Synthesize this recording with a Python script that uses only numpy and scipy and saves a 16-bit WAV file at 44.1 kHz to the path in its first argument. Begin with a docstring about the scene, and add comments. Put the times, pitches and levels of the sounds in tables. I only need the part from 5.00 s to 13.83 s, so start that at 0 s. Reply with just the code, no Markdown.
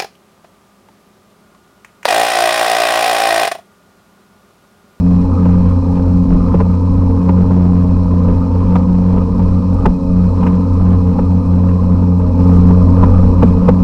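"""On a choppy sea, a small two-stroke outboard pushes a plastic kayak at a steady 5400 rpm.
Its shake drones through the hull and swells as the boat rolls; the exhaust buzzes and the casing
rattles. A fine crackle pulses with each turn. Waves slap the hull and water washes along it.
Wind rumbles on the deck-mounted microphone, which overloads on the loudest peaks."""
import sys
import numpy as np
from scipy import signal
from scipy.fft import rfft, irfft, next_fast_len
from scipy.io import wavfile
from scipy.ndimage import uniform_filter1d

SR = 44100
rng = np.random.default_rng(int(sys.argv[2]) if len(sys.argv) > 2 else 0)


def pcm_store(signal):
    """Save signal as 16-bit PCM."""
    levels = np.round(np.clip(np.atleast_2d(signal), -1, 1) * 32767)
    wavfile.write(sys.argv[1], SR, levels.astype(np.int16).T)


N = 389403

# start_s, turns_per_s
ENGINE_SPEED = [(0, 88.4), (0.3, 90), (0.7, 89.1), (1.6, 89.3), (1.9, 90.3), (3.2, 88.8), (4.4, 91.1),
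                (4.8, 90.8), (5.1, 89.8), (5.6, 90.4), (7.7, 89), (8.1, 90.7), (8.5, 89.7), (8.83, 91)]
def crank_angle(jitter):
    """Crank angle in radians; the speed wavers slightly."""
    turns_per_s = in_time(ENGINE_SPEED) * (1 + jitter * drift(18.2))
    return 2 * np.pi * np.cumsum(turns_per_s) / SR


# hull shake at 1, 2 and 3 times engine speed: start_s, level_db
SHAKE_1 = [(0, -10.5), (1.0, -11), (1.7, -12.5), (3.4, -11.5), (4.6, -13), (5.4, -13.5), (5.9, -10),
           (7.3, -13), (8.1, -11.5), (8.83, -18)]
SHAKE_2 = [(0, -8.5), (0.55, -9), (0.95, -12.5), (1.28, -8.5), (2.08, -14), (2.45, -7.5), (3.1, -13.5),
           (3.8, -9), (4.6, -13), (5.4, -8), (6.1, -11.5), (6.7, -12.5), (7.0, -8), (7.3, -15), (7.68, -10),
           (7.95, -14.5), (8.83, -11)]
SHAKE_3 = [(0, -17), (0.66, -22.5), (1.38, -16), (1.62, -27), (2.04, -19), (3.78, -22.5), (4.44, -24),
           (5.82, -21), (7.02, -22.5), (7.2, -18), (7.8, -23), (7.92, -18.5), (8.34, -24.5), (8.82, -26)]
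# centre_s, order, half_length_s, depth_db
ROLL_FADES = [(0.04, 1, 0.16, 5.5), (0.842, 1, 0.042, 6), (1.342, 1, 0.076, 10), (3.489, 1, 0.041, 4),
              (3.954, 1, 0.15, 5), (4.972, 1, .12, 13.5), (6.197, 1, 0.057, 9), (6.44, 1, 0.041, 5),
              (8.64, 1, 0.034, 13), (0.302, 2, 0.063, 15), (0.785, 2, .08, 14), (1.503, 2, 0.025, 14),
              (1.803, 2, .05, 9.5), (3.522, 2, 0.12, 9), (4.277, 2, 0.086, 5.5), (4.774, 2, 0.065, 14.5),
              (5.024, 2, 0.071, 8.5), (5.323, 2, 0.034, 15), (5.714, 2, 0.086, 13), (6.45, 2, .04, 8),
              (8.332, 2, 0.041, 11)]
def hull_shake_db(order, throb_db, throb_rate):
    """Level of one engine order; the rolling hull makes it sag and fade."""
    curve = (SHAKE_1, SHAKE_2, SHAKE_3)[order - 1]
    fade_db = sum(depth_db * hump(s, half_s)
                  for s, fade_order, half_s, depth_db in ROLL_FADES if fade_order == order)
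    return in_time(curve) - fade_db - throb_db * drift(throb_rate) ** 2


def hull_drone(crank, order, level_db, sway_rad):
    """The hull radiates one engine order; rolling shifts its phase."""
    return np.sqrt(2) * from_db(level_db) * np.sin(order * crank + sway_rad * drift(1.84))


# order, level_db
EXHAUST_ORDERS = [(4, -40.5), (5, -32.5), (6, -35.5), (7, -41.5), (8, -51), (9, -48), (10, -44.5),
                  (11, -49), (12, -46.5), (13, -48), (14, -51.5)]
def exhaust(crank, flutter_db, wobble_rad, gain_db):
    """The higher orders waver as waves cover and bare the exhaust."""
    buzz = np.zeros(N)
    for order, level_db in EXHAUST_ORDERS:
        level = from_db(level_db + flutter_db * drift(5.9))
        buzz += level * np.sin(order * (crank + wobble_rad * drift(4.6)))
    return np.sqrt(2) * from_db(gain_db) * buzz


# pitch_hz, width_hz, level_db
CASING_MODES = [(2410, 99, -65), (2514, 49, -61), (2640, 1500, -63.5), (3770, 300, -67.5), (4106, 190, -61),
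                (4540, 320, -64), (5110, 550, -62.5), (5380, 200, -63), (6080, 640, -65), (7500, 680, -69),
                (8280, 200, -79.5), (8600, 2800, -67), (10400, 700, -89), (13700, 700, -79.5)]
# delay_s, gain
DECK_REFLECTIONS = [(0.0031, .17), (0.0053, 0.16)]
# start_s, gain_db
RATTLE_GAIN = [(0, 1), (2.6, .5), (4.0, 0), (5.5, 1), (7.3, -0.8), (7.5, 0.5), (8.83, -2.5)]
def casing_rattle(crank):
    """Piston and gears rattle the metal casing on every turn; the sound bounces off the deck."""
    force = firing_force(crank, depth=0.1, rebound=0.092, uneven_db=0.93)
    modes = sum(from_db(db) * resonate(force * rng.standard_normal(N), hz, width_hz)
                for hz, width_hz, db in CASING_MODES)
    echoes = sum(gain * np.roll(modes, int(delay_s * SR)) for delay_s, gain in DECK_REFLECTIONS)
    return (modes + echoes) * from_db(in_time(RATTLE_GAIN))


def firing_force(crank, depth, rebound, uneven_db):
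    """Force peaks at each firing and again as the piston reverses; rms 1."""
    turn = (crank / (2 * np.pi)).astype(int)
    strength = from_db(uneven_db * rng.standard_normal(N)[turn])
    return rms_one(strength * np.exp(-depth * np.cos(crank) + rebound * np.cos(2 * crank)))


# start_s, wash_swell_db, plop_db, plop_hz, thud_db, splash_db
WAVES = [(0.454, -1.5, -20, 870, -15, -37), (0.97, 3, -28.5, 900, -28, -44), (1.54, 3, -14, 884, -10, -42),
         (1.602, -1.5, -15.5, 1000, -11.5, -36), (2.289, 0, -11.5, 956, -15.5, -39),
         (2.508, 1, -21.5, 1040, -16.5, -43), (3.106, 1, -24.5, 1060, -29.5, -51),
         (3.28, 3.5, -23, 823.5, -17.5, -40), (3.753, 2, -9.5, 962, -12.5, -44),
         (4.173, 3.5, -24, 1000, -16, -41.5), (4.394, 1, -20, 960, -18, -51),
         (4.854, 4.5, -5.5, 862, -5.5, -28), (5.428, -3, -14.5, 896, -23, -36),
         (5.463, 4.5, -14, 890, -22, -27.5), (5.927, 3, -22, 853, -28, -45),
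         (6.186, 2, -15.5, 842, -14.5, -41), (6.685, 0, -32, 1192, -28.5, -38),
         (7.198, -3.5, -23, 870, -26.5, -48), (7.706, -2, -19, 903, -19.5, -56),
         (8.031, 2, -12.5, 989.6, -18, -46), (8.423, 0, -11.5, 907, -6, -32), (8.682, 1, -10, 868, -6, -35)]
# freq_hz, density_db
RING_SPECTRUM = [(500, -15.5), (760, -5.5), (930, 10), (1080, -2.5), (1300, -4), (1700, -27)]
THUD_SPECTRUM = [(70, -6), (200, 16.5), (340, -4), (500, 11.5), (650, -12), (850, -33)]
SPLASH_SPECTRUM = [(1100, -10.5), (1600, 9), (2100, 0.5), (2800, 1), (3500, -30), (6000, -23),
                   (10000, -33.5)]
def wave_slaps():
    """A wave meets the hull: a soft surge, then a plop, ringing panels, a thud and flying drops."""
    start_s, _, plop_db, plop_hz, thud_db, splash_db = np.transpose(WAVES)
    surge = bursts(start_s - 0.018, plop_db - 20, RING_SPECTRUM, rise_s=0.024, decay_s=0.0213)
    plop = plops(start_s - 0.001, plop_db - 5, plop_hz, rise_s=0.0013, decay_s=0.0081)
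    ring = bursts(start_s - 0.002, plop_db - 6, RING_SPECTRUM, rise_s=0.0044, decay_s=0.0071)
    thud = bursts(start_s + 0.0027, thud_db + 4, THUD_SPECTRUM, rise_s=0.0048, decay_s=0.006816)
    splash = bursts(start_s, splash_db + 0.5, SPLASH_SPECTRUM, rise_s=0.0065, decay_s=0.006816)
    return surge + plop + ring + thud + splash


def plops(starts_s, levels_db, pitches_hz, rise_s, decay_s):
    """Air trapped under the hull rings briefly."""
    age_s, out = np.arange(SR // 20) / SR, np.zeros(N)
    envelope = swell(age_s, rise_s, decay_s)
    for s, db, hz in zip(starts_s, levels_db, pitches_hz):
        at = int(s * SR)
        out[at:at + len(age_s)] += from_db(db) * envelope * np.sin(2 * np.pi * hz * age_s)
    return out


# start_s, level_db
HULL_FLOW = [(0, -6.5), (.38, 3.5), (.75, -1), (1.25, -3), (1.47, 1.5), (1.85, -1.5), (2.3, 2), (2.8, -1.5),
             (3.22, -1), (3.62, 2), (4.0, -1), (4.78, -1.5), (5.03, -8.5), (5.35, 1.5), (6.1, -2),
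             (7.15, 1), (7.55, 0), (8.15, 1), (8.83, -3.5)]
def water_flow_db(lead_s, chop_db):
    """Flow along the hull swells or dips around each wave and wavers with the chop."""
    sloshes_db = sum(swell_db * hump(s - lead_s, half_s=0.09) for s, swell_db, *_ in WAVES)
    return in_time(HULL_FLOW) + sloshes_db + chop_db * drift(3.7)


# pitch_hz, width_hz, level_db
LARGE_PANEL_MODES = [(312, 120, -5), (455, 55, -2.5), (504.6, 41.4, -1.5), (661, 100, -14.5)]
SMALL_PANEL_MODES = [(822, 41, -4.5), (900, 83, 1), (968, 99, -5.5), (1021.6, 70, 1), (1195, 70, -9),
                     (1217, 97, -4)]
def wash(crank, flow_db, modes, patchy_db, gain_db):
    """Water knocks on the hull panels, which shake with the engine."""
    force = firing_force(crank, depth=0.35, rebound=0.48, uneven_db=1.03)
    panels = np.zeros(N)
    for hz, width_hz, db in modes:
        level = from_db(db + patchy_db * drift(6.2))
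        knocks = force * grains(per_s=2500, spread_db=2.5)
        panels += level * resonate(knocks, hz, width_hz)
    return from_db(flow_db + gain_db) * evened(panels, window_s=0.07)


# freq_hz, density_db
BOOM_SPECTRUM = [(120, -34), (160, -9), (204, -1.5), (224, 4), (236, 10), (246, 1), (300, -14), (420, -41)]
def hull_boom(flow_db, base_db, kick_gain_db, lag_s):
    """The hollow hull booms with the flow, louder just after each thud."""
    steady = from_db(base_db + 0.38 * flow_db)
    kicks = sum(from_db(thud_db + kick_gain_db) * hump(s + lag_s, half_s=0.031)
                for s, _, _, _, thud_db, _ in WAVES)
    return np.hypot(steady, kicks) * steady_noise(BOOM_SPECTRUM, window_s=0.26)


# freq_hz, density_db
CRACKLE_SPECTRUM = [(800, -11.5), (1300, 4), (1650, -1.5), (2050, -7.5), (2400, -4.5), (2800, -9),
                    (3500, -14), (6000, -22.5)]
def crackle(crank, flow_db, shake_db, clump_db, base_db):
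    """A fine overload-like crackle pulses with each engine turn, louder when the drone and wash swell."""
    force = firing_force(crank, depth=0.36, rebound=0.33, uneven_db=1.5)
    drive_db = 0.87 * flow_db + 0.25 * (shake_db - shake_db.mean())
    level = from_db(base_db + drive_db + clump_db * drift(2))
    return level * coloured(force * grains(per_s=6000, spread_db=1), CRACKLE_SPECTRUM)


# start_s, level_db
DROP_HITS = [(4.734, -44), (4.789, -47), (5.9195, -50), (6.4544, -50), (7.1842, -48), (7.5594, -47),
             (8.4794, -50)]
# freq_hz, density_db
DROP_SPECTRUM = [(5000, -17), (7500, 2), (9500, -5.5), (11000, -10), (14000, -12)]
def deck_drops(gain_db):
    """Thrown water patters on the deck."""
    start_s, level_db = np.transpose(DROP_HITS)
    return bursts(start_s, level_db + gain_db, DROP_SPECTRUM, rise_s=0.003, decay_s=0.008)


# centre_s, half_length_s, rise_db
WIND_GUSTS = [(1.34, 0.063, 9), (3.33, .06, 5.5), (4.47, 0.12, 6.5), (4.89, 0.065, 12.5), (7.6, 0.035, 5),
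              (8.12, 0.16, 7.5)]
# freq_hz, density_db
WIND_SPECTRUM = [(12, -5), (22, 7), (29, -4.5), (38, -1), (47, 5.5), (55, 2), (63, -7), (72, -11),
                 (130, -19), (170, -7.5), (300, -26.5)]
def wind_buffet(base_db, lumpy_db):
    """Wind rumbles on the microphone, harder in gusts."""
    gusts_db = sum(rise_db * hump(s, half_s) for s, half_s, rise_db in WIND_GUSTS)
    level = from_db(base_db + gusts_db + lumpy_db * drift(5))
    return level * steady_noise(WIND_SPECTRUM, window_s=0.08)


def bursts(starts_s, levels_db, spectrum, rise_s, decay_s):
    """Short noise bursts that swell and die."""
    t, envelope = np.arange(N) / SR, np.zeros(N)
    for s, db in zip(starts_s, levels_db):
        near = slice(int(s * SR), int((s + 0.1) * SR))
        age_s = np.maximum(t[near] - s, 0)
        envelope[near] += from_db(db) * swell(age_s, rise_s, decay_s)
    return envelope * steady_noise(spectrum, window_s=0.0064)


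def swell(age_s, rise_s, decay_s):
    """Linear rise, Gaussian decay."""
    return np.minimum(age_s / rise_s, 1) * np.exp(-(age_s / (2 * decay_s)) ** 2)


def hump(centre_s, half_s):
    """Gaussian bump; peak 1."""
    out = np.zeros(N)
    first, last = int((centre_s - 4 * half_s) * SR), int((centre_s + 4 * half_s) * SR)
    near = np.arange(max(first, 0), min(last, N))
    out[near] = np.exp(-((near / SR - centre_s) / half_s) ** 2)
    return out


def grains(per_s, spread_db):
    """Uneven clicks at random times; rms 1."""
    sizes = from_db(spread_db * np.minimum(rng.exponential(1, N), 5))
    return rms_one(sizes * rng.choice([-1, 1], N) * (rng.random(N) < per_s / SR))


def drift(rate_hz):
    """Slow random wander; rms 1."""
    hop, settle = 40, 2000
    r = np.exp(-2 * np.pi * rate_hz * hop / SR)
    noise = rng.standard_normal(N // hop + settle + 2)
    slow = signal.lfilter([1], [1, -2 * r, r * r], noise)[settle:]
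    return np.interp(np.arange(N) / hop, np.arange(len(slow)), rms_one(slow))


def steady_noise(spectrum, window_s):
    """Coloured noise held at unit power."""
    return evened(coloured(rng.standard_normal(N), spectrum), window_s)


def coloured(x, spectrum):
    """Apply a spectrum, rolled off past both ends; rms 1."""
    hz, db = np.transpose(spectrum)
    size = next_fast_len(N)
    bin_hz = np.maximum(np.arange(size // 2 + 1) * SR / size, 1)
    gain = from_db(np.interp(np.log(bin_hz), np.log(hz), db))
    rolloff = np.minimum(np.minimum(bin_hz / hz[0], hz[-1] / bin_hz), 1) ** 2
    return rms_one(irfft(rfft(x, size) * gain * rolloff, size)[:N])


def resonate(x, hz, width_hz):
    """Steep-sided resonance; rms 1."""
    r = np.exp(-np.pi * 1.5 * width_hz / SR)
    section = [1 - r, 0, r - 1, 1, -2 * r * np.cos(2 * np.pi * hz / SR), r * r]
    return rms_one(signal.sosfilt([section, section], x))


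def evened(x, window_s):
    """Hold unit power over a sliding window."""
    power = np.abs(uniform_filter1d(x ** 2, int(window_s * SR)))
    return x / np.sqrt(power + 1e-6)


def in_time(rows):
    """Join (start_s, value) rows by straight lines."""
    return np.interp(np.arange(N) / SR, *np.transpose(rows))


def rms_one(x):
    return x / np.sqrt(np.mean(x ** 2) + 1e-20)


def from_db(db):
    return 10 ** (np.asarray(db) / 20)


def scene():
    """Engine, water and wind at the deck."""
    crank = crank_angle(jitter=0.002)
    first_db = hull_shake_db(order=1, throb_db=1.3, throb_rate=4)
    second_db = hull_shake_db(order=2, throb_db=2.3, throb_rate=7.1)
    third_db = hull_shake_db(order=3, throb_db=1.37, throb_rate=4.4)
    engine = hull_drone(crank, order=1, level_db=first_db + 0.7, sway_rad=0.47)
    engine += hull_drone(crank, order=2, level_db=second_db - 0.79, sway_rad=0.5)
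    # above its boom the hull moves against the force
    engine -= hull_drone(crank, order=3, level_db=third_db + 0.88, sway_rad=0.28)
    engine += exhaust(crank, flutter_db=3.5, wobble_rad=0.077, gain_db=-3.5)
    engine += casing_rattle(crank)
    flow_db = water_flow_db(lead_s=0.015, chop_db=0.12)
    water = wash(crank, flow_db, LARGE_PANEL_MODES, patchy_db=1.5, gain_db=-29.5)
    water += wash(crank, flow_db, SMALL_PANEL_MODES, patchy_db=3.5, gain_db=-34)
    ticks = crackle(crank, flow_db, second_db, clump_db=1.4, base_db=-50)
    water += deck_drops(gain_db=-10)
    water += wave_slaps()
    water += hull_boom(flow_db, base_db=-23.5, kick_gain_db=-9.5, lag_s=0.018)
    wind = wind_buffet(base_db=-20.5, lumpy_db=2.5)
    return (engine + water + ticks + wind)[None]


# start_s, gain_db
GAIN_STEP = [(7.385, 0), (7.395, 3)]
def record(dry):
    """Overload flattens the peaks, so the loudest turns tick; the level steps up once; the top is cut."""
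    ceiling, knee, cutoff_hz = 0.71, 50, 15500
    flattened = dry / (1 + np.abs(dry / ceiling) ** knee) ** (1 / knee)
    lowpass = signal.cheby2(12, 70, cutoff_hz, fs=SR, output="sos")
    return signal.sosfilt(lowpass, flattened * from_db(in_time(GAIN_STEP)))


dry = scene()
out = record(dry)
pcm_store(out)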